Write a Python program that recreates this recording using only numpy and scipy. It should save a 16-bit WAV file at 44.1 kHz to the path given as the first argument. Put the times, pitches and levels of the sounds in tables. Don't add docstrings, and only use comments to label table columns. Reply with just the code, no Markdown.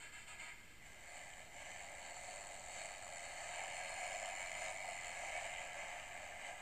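import sys
import numpy as np
from scipy import signal
from scipy.fft import rfft, irfft, next_fast_len
from scipy.io import wavfile
from scipy.ndimage import uniform_filter1d

SR = 44100
rng = np.random.default_rng(int(sys.argv[2]) if len(sys.argv) > 2 else 0)


def master_out(mix):
    frames = np.transpose(np.atleast_2d(mix))
    ceiling = np.clip(frames, -1, 1)
    pcm = np.round(ceiling * 32767).astype(np.int16)
    wavfile.write(sys.argv[1], SR, pcm)


def nominal_scale(level):
    x = np.asarray(level, float) / 20
    return 10 ** x


N = 291677

# (start [s], commutation at start [Hz], at top [Hz], coasting afterwards [0-1])
PUSHES = [(.8, 69, 79.3, .3), (1.11, 80, 92.6, .44), (1.5, 86.4, 96.3, 0), (1.65, 75.2, 98.6, .6),
          (2.22, 88.35, 102.9, .8), (2.72, 87.57, 100, .9), (3.33, 88, 98.2, 0), (3.49, 76, 95, .7),
          (4.02, 86.74, 103, .9), (4.57, 87.1, 101, .9), (5.16, 87.1, 100.2, 0), (5.31, 75.93, 95.96, .55),
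          (5.86, 87, 100.3, .5), (6.38, 86.8, 100.2, .3)]
PUSH_EFFORT = [0.27, 0.64, 0.78, 0.98, 0.74, 1.3, 0.19, 1, 0.85, 1.6, 0.34, .9, 1.1, 1.9]
PUSH_S, PUSH_S_PER_HZ = 0.1, 0.0026
SAG_HZ_PER_S, IDLE_HZ, TAKE_UP_S = 46, 85, 0.03
IDLE_COASTING = 0.8
EFFORT_RISE_S, EFFORT_FALL_S = 0.044, 0.018

# (time [s], level [dB], brush end in sight [dB])
NEARNESS = [(.82, -57.5, -12.5), (.87, -57.5, -9.5), (1.02, -58.5, -8), (1.18, -53.5, -8.5),
            (1.4, -54.5, -8.5), (1.5, -59, -8), (1.62, -52.5, -9.5), (2.1, -53, -7.5), (2.5, -51.5, -6),
            (3.37, -51, -7), (3.45, -48.5, -8), (4.3, -46.5, -8), (4.8, -48, -7.5), (5.2, -48, -8.5),
            (5.35, -46.5, -9.5), (5.95, -50, -11.5), (6.15, -51, -11.5), (6.61, -53, -12)]
# (time [s], facing [0-1])
FACING = [
    (.6, 0.22),
    (1.6, 0.26),
    (2.6, 0.18),
    (3.4, 0.37),
    (4.0, 1),
    (4.6, 0.98),
    (5.2, 0.74),
    (5.7, 0.61),
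    (6.6, 0.02),
]
UNREST_DB, UNREST_PER_S = 0.7, 6

# (centre [Hz], width [Hz], level [dB per Hz], gain when faced [dB])
FRAME_MODES = [(578, 57, -6.5, -4), (644.2, 44, -3, 2.5), (721.4, 51, 0.5, 3), (764.6, 65, -8, -1),
               (844, 117, -8.5, -5), (914, 126, -13, 3), (1159, 120, -18, 0.5), (1278, 144, -15.5, -1.2)]
CASE_MODES = [(1630, 105, -5, 0.5), (1792, 114, -2.5, -1.5), (2080, 177, 0.5, -1.7), (2234, 98, 3, 7.5),
              (2408, 280, -7.5, -1), (2565, 51, -3, 8), (2943, 223, -5, 2.5), (3144, 58, -24, -1)]
COVER_MODES = [(3480, 160, -15, -13), (3760, 90, 1, -2), (3970, 98, -3.5, -3), (4550, 210, -7.5, -12),
               (4960, 240, -9, 8), (5360, 190, -10, 6), (6360, 350, -4, -2)]
SHAFT_MODES = [(4307, 110, -0.5, 7), (4412, 156, 2.5, -4.5)]
BRUSH_MODES = [(6930, 160, -10.5, 15.5), (6800, 160, -9, -7), (7250, 213, 0.5, -0.8), (7820, 380, -4.5, -5),
               (8076, 136, -3.5, -9), (8050, 420, -11, 3.5), (8860, 220, -9.5, 7), (8960, 160, -11.5, -6),
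               (9700, 500, -59, 3), (13100, 1000, -36, 12), (8520, 200, -21.5, 14)]
# (level re whir [dB], share of the sight change [dB/dB], gain under a push [dB])
FRAME_MIX = (-5, -.1, 1.4)
CASE_MIX = (-7, -0.44, 1.2)
COVER_MIX = (-12, 0.69, 1.8)
SHAFT_MIX = (-2.6, 1.97, 0.81)
BRUSH_MIX = (0.13, 0.94, 1.04)
FRAME_LAG_DB, FRAME_JOINS_S = -7, 0.35
# (time [s], extra level [dB])
JOLTS = [
    (1.4, 10),
    (3.066, 8),
    (3.42, 2),
    (4.845, 7),
    (4.884, 7.5),
    (5.236, 5),
    (6.15, 1),
    (6.51, -2),
]
JOLT_RISE_S, JOLT_FALL_S = 0.002, 0.018

SWITCHING_HZ = 5880
WHINE = {-5: -19, -4: -22, -3: -16, -2: -16, -1: -14, 1: -6, 2: -7, 3: -8, 4: -12, 5: -11}
OCTAVE_WHINE = {-3: -44, -2: -45, 1: -43, 2: -41, 3: -40}

# (start [s], hold [s], strength [dB], extra squeak [dB])
JERKS = [
    (-.03, .07, 0.3, 0.1),
    (0.116, 0.07, -0.1, 0),
    (0.261, 0.049, 1.5, -1.5),
    (0.376, 0.095, 2, 3.5),
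]
# (begins [s], fully running [s])
CATCH_S = (0.775, 0.832)
JERK_ATTACK_S, JERK_RELEASE_S = 0.024, 0.055
SQUEAK_RINGS_S = 0.11
# (centre [Hz], width [Hz], level [dB per Hz], gain when faced [dB])
RUB_LOW_MODES = [(705, 170, -7.5, 0), (943, 67, -2, 0), (1267, 17, -0.5, 0), (1414, 71, -6, 0)]
SQUEAK_MODES = [(2016, 200, -8, 0), (2114, 180, -4.5, 0), (2208, 140, -1.5, 0)]
RUB_MID_MODES = [(1670, 130, -1, 0), (2470, 100, -3.5, 0), (2684, 36, 0, 0), (2930, 280, -8, 0),
                 (3083, 98, -5.5, 0), (3640, 250, -14, 0), (4370, 100, -8, 0), (4830, 170, -17, 0)]
RUB_HIGH_MODES = [(6960, 190, -6, 0), (7340, 300, -3.5, 0), (8050, 380, -5.5, 0), (8550, 320, -14, 0),
                  (9000, 280, -16, 0)]
# (level in a jerk [dB], sag in the hold [dB/s], level at rest [dB], fade after the last [dB/s])
LOW_RUB = (-60.5, 40, -69.5, 70)
SQUEAK_RUB = (-58.5, 9, -64.5, 17)
MID_RUB = (-59, 12, -66.5, 10)
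HIGH_RUB = (-60.5, 35, -69.5, 8)

# (delay [ms], level [dB])
DECK_ECHO = (2.7, -9.5)
# (delay [ms], level [dB], change of delay as the microphone swings round [ms])
WALLS = [(8.458, -13.5, 0.595), (11.21, -15, 0.263), (16.205, -20.5, -0.733), (17.43, -13, 0.42),
         (21.68, -14.5, 1.104), (25.81, -14, -0.827)]
WALL_CUT_HZ = 4700

# (frequency [Hz], level [dB per Hz])
HISS = [(15, 2.5), (60, -3.5), (120, -7.5), (250, -12), (450, -15), (1500, -18), (5500, -27),
        (10000, -35.5), (12000, -32.5), (15000, -31.5)]
# (frequency [Hz], level [dB])
SUPPLY = [(14225, -103), (14275, -101), (14325, -100), (14375, -93), (14400, -102), (14425, -90),
          (14475, -96), (14525, -98), (14575, -102)]
HISS_DB, OFFSET, CUTOFF_HZ = -63.5, 0.00081, 15020


def motor():
    step_hz, coasting, effort = hunting()
    frame_db, case_db, cover_db, shaft_db, brush_db = part_levels(effort)
    turn = 2 * np.pi * np.cumsum(step_hz) / SR
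    throb = coasting * np.cos(turn)
    double = (1 - 0.43 * coasting) * np.cos(2 * turn + 0.45 * drift(39))
    rough = drift(79)

    def gate(throb_db, double_db, rough_db):
        bunched = nominal_scale(throb_db * throb + double_db * double + rough_db * rough)
        return bunched / np.sqrt(uniform_filter1d(bunched ** 2, size=2000))

    frame = nominal_scale(frame_db) * body(chatter(gate(4.3, 6.5, 0.91), 1.62), FRAME_MODES, 1.0)
    case = nominal_scale(case_db) * body(chatter(gate(5.6, 5.2, 1.0), 0.61), CASE_MODES, 1.0)

    rattle = chatter(gate(7.6, 4.8, 0.8), 2.1)
    cover = body(rattle, COVER_MODES, 1.0) + whine(turn, coasting, SWITCHING_HZ, WHINE, 2.2)
    shaft = nominal_scale(shaft_db) * body(rattle[::-1], SHAFT_MODES, 1.6)

    brush = body(chatter(gate(6.7, 5.9, 0.86), 0.54), BRUSH_MODES, 0.73)
    brush = brush + whine(turn, coasting, 2 * SWITCHING_HZ, OCTAVE_WHINE, 3.0)

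    running = np.interp(np.arange(N) / SR, CATCH_S, [0, 1])
    upper = deck(case + shaft + nominal_scale(cover_db) * cover)
    return running * (frame + upper + nominal_scale(brush_db) * brush)


def hunting():
    speed, work = [], []
    next_starts = [row[0] for row in PUSHES[1:]] + [N / SR + 1]
    for (s, start_hz, top_hz, coasting), effort, next_s in zip(PUSHES, PUSH_EFFORT, next_starts):
        latest_s = next_s - TAKE_UP_S
        top_s = min(s + PUSH_S + PUSH_S_PER_HZ * (top_hz - start_hz), latest_s)
        sag_s = min((top_hz - IDLE_HZ) / SAG_HZ_PER_S, latest_s - top_s)
        speed += [(s, start_hz, 0), (top_s, top_hz, coasting)]
        if sag_s > 0.01:
            speed += [(top_s + sag_s, top_hz - SAG_HZ_PER_S * sag_s, IDLE_COASTING * coasting)]
        work += [(s, 0), (s + EFFORT_RISE_S, effort)]
        work += [(top_s, effort), (min(top_s + EFFORT_FALL_S, next_s), 0)]
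    return in_time(speed) + in_time(work)


def part_levels(effort):
    level_db, sight_db = in_time(NEARNESS)
    now = np.arange(N) / SR
    joining = FRAME_LAG_DB * np.exp(-np.maximum(now - CATCH_S[1], 0) / FRAME_JOINS_S)
    jolted = sum(np.interp(now, [s - JOLT_RISE_S, s, s + JOLT_FALL_S], [0, db, 0]) for s, db in JOLTS)
    level_db = level_db + UNREST_DB * drift(UNREST_PER_S)
    mixes = (FRAME_MIX, CASE_MIX, COVER_MIX, SHAFT_MIX, BRUSH_MIX)
    frame, *others = [level_db + db + share * sight_db + push_db * (effort - 0.5)
                      for db, share, push_db in mixes]
    return frame + joining + jolted, *others


def chatter(gate, grain_db):
    sizes = nominal_scale(grain_db * np.minimum(rng.exponential(1, (3, N)), 5))
    return gate * sizes * rng.standard_normal((3, N))


def body(contacts, modes, patchy_db):
    out = 0
    (facing,) = in_time(FACING)
    for k, (hz, width, level_db, faced_db) in enumerate(modes):
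        gain = nominal_scale(level_db + faced_db * (facing - 0.5) + patchy_db * drift(2.9))
        out = out + gain * resonate(contacts[k % 3], hz, width)
    return rms_one(out)


def resonate(x, hz, width):
    r = np.exp(-np.pi * 1.5 * width / SR)
    section = [(1 - r * r) / 2, 0, (r * r - 1) / 2, 1, -2 * r * np.cos(2 * np.pi * hz / SR), r * r]
    return signal.sosfilt([section, section], x)


def whine(turn, coasting, centre_hz, sidebands, flicker_db):
    carrier = 2 * np.pi * centre_hz * np.arange(N) / SR
    fades_db = {1: -14 * (1 - coasting), 3: -2 * coasting}
    out = 0
    for k, db in sidebands.items():
        fade_db = fades_db.get(abs(k), -11 * coasting)
        out = out + nominal_scale(db + fade_db + flicker_db * drift(4)) * np.sin(carrier + k * turn)
    return out


def jerks():
    contacts = chatter(nominal_scale(0.48 * drift(70)), 3.5)
    low = nominal_scale(rub_level(LOW_RUB)) * body(contacts, RUB_LOW_MODES, 2.0)
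    squeak = nominal_scale(rub_level(SQUEAK_RUB, squeaks=True)) * body(contacts, SQUEAK_MODES, 0.48)
    middle = nominal_scale(rub_level(MID_RUB)) * body(contacts, RUB_MID_MODES, 0.8)
    high = nominal_scale(rub_level(HIGH_RUB)) * body(contacts, RUB_HIGH_MODES, 0.66)
    not_yet_running = np.interp(np.arange(N) / SR, CATCH_S, [1, 0])
    return not_yet_running * (low + deck(squeak + middle) + high)


def rub_level(part, squeaks=False):
    jerk_db, sag_db, rest_db, fade_db = part
    rows = []
    for s, hold_s, db, squeak_db in JERKS:
        top_db = jerk_db + db + squeaks * squeak_db
        held_s = s + JERK_ATTACK_S + hold_s
        rows += [(s, rest_db), (s + JERK_ATTACK_S, top_db), (held_s, top_db - sag_db * hold_s)]
    end_s = held_s + JERK_RELEASE_S
    rows += [(end_s, rest_db + squeaks * squeak_db)]
    rows += [(end_s + SQUEAK_RINGS_S, rest_db - fade_db * SQUEAK_RINGS_S), (end_s + 1, rest_db - fade_db)]
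    return in_time(rows)[0]


def deck(x):
    delay_ms, echo_db = DECK_ECHO
    lag = round(delay_ms * SR / 1000)
    return x - nominal_scale(echo_db) * np.pad(x, (lag, 0))[:N]


def room(x):
    (facing,) = in_time(FACING)
    now = np.arange(N)
    dull = signal.lfilter(*signal.butter(1, WALL_CUT_HZ, fs=SR), x)
    out = x
    for delay_ms, db, swing_ms in WALLS:
        lag = (delay_ms + swing_ms * facing) * SR / 1000
        out = out + nominal_scale(db) * np.interp(now - lag, now, dull)
    return out


def hiss():
    size = next_fast_len(N)
    hz = np.maximum(np.arange(size // 2 + 1) * SR / size, 1)
    shape_hz, shape_db = np.transpose(HISS)
    shape = nominal_scale(np.interp(np.log(hz), np.log(shape_hz), shape_db)) * (hz > 8)
    noise = rms_one(irfft(rfft(rng.standard_normal(size)) * shape, size)[:N])
    lines = 0
    for line_hz, db in SUPPLY:
        phase = 2 * np.pi * line_hz * np.arange(N) / SR + 7 * rng.random()
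        lines = lines + nominal_scale(db) * np.sqrt(2) * np.sin(phase)
    return nominal_scale(HISS_DB) * noise + lines


def rms_one(x):
    return x / np.sqrt(np.mean(x ** 2) + 1e-20)


def in_time(rows):
    s, *columns = np.transpose(rows)
    return [np.interp(np.arange(N) / SR, s, c) for c in columns]


def drift(rate):
    r = np.exp(-80 * np.pi * rate / SR)
    slow = signal.lfilter([1], [1, -2 * r, r * r], rng.standard_normal(N // 40 + 2002))[2000:]
    return np.interp(np.arange(N) / 40, np.arange(len(slow)), rms_one(slow))


def scene():
    return (room(jerks() + motor()) + hiss())[None]


def low_pass(x):
    return signal.sosfilt(signal.butter(12, 15140, fs=SR, output="sos"), x)


def record(dry):
    steep = signal.ellip(14, 0.3, 60, CUTOFF_HZ, fs=SR, output="sos")
    mix = signal.sosfilt(steep, dry) + OFFSET
    return low_pass(mix)


dry = scene()
out = record(dry)
master_out(out)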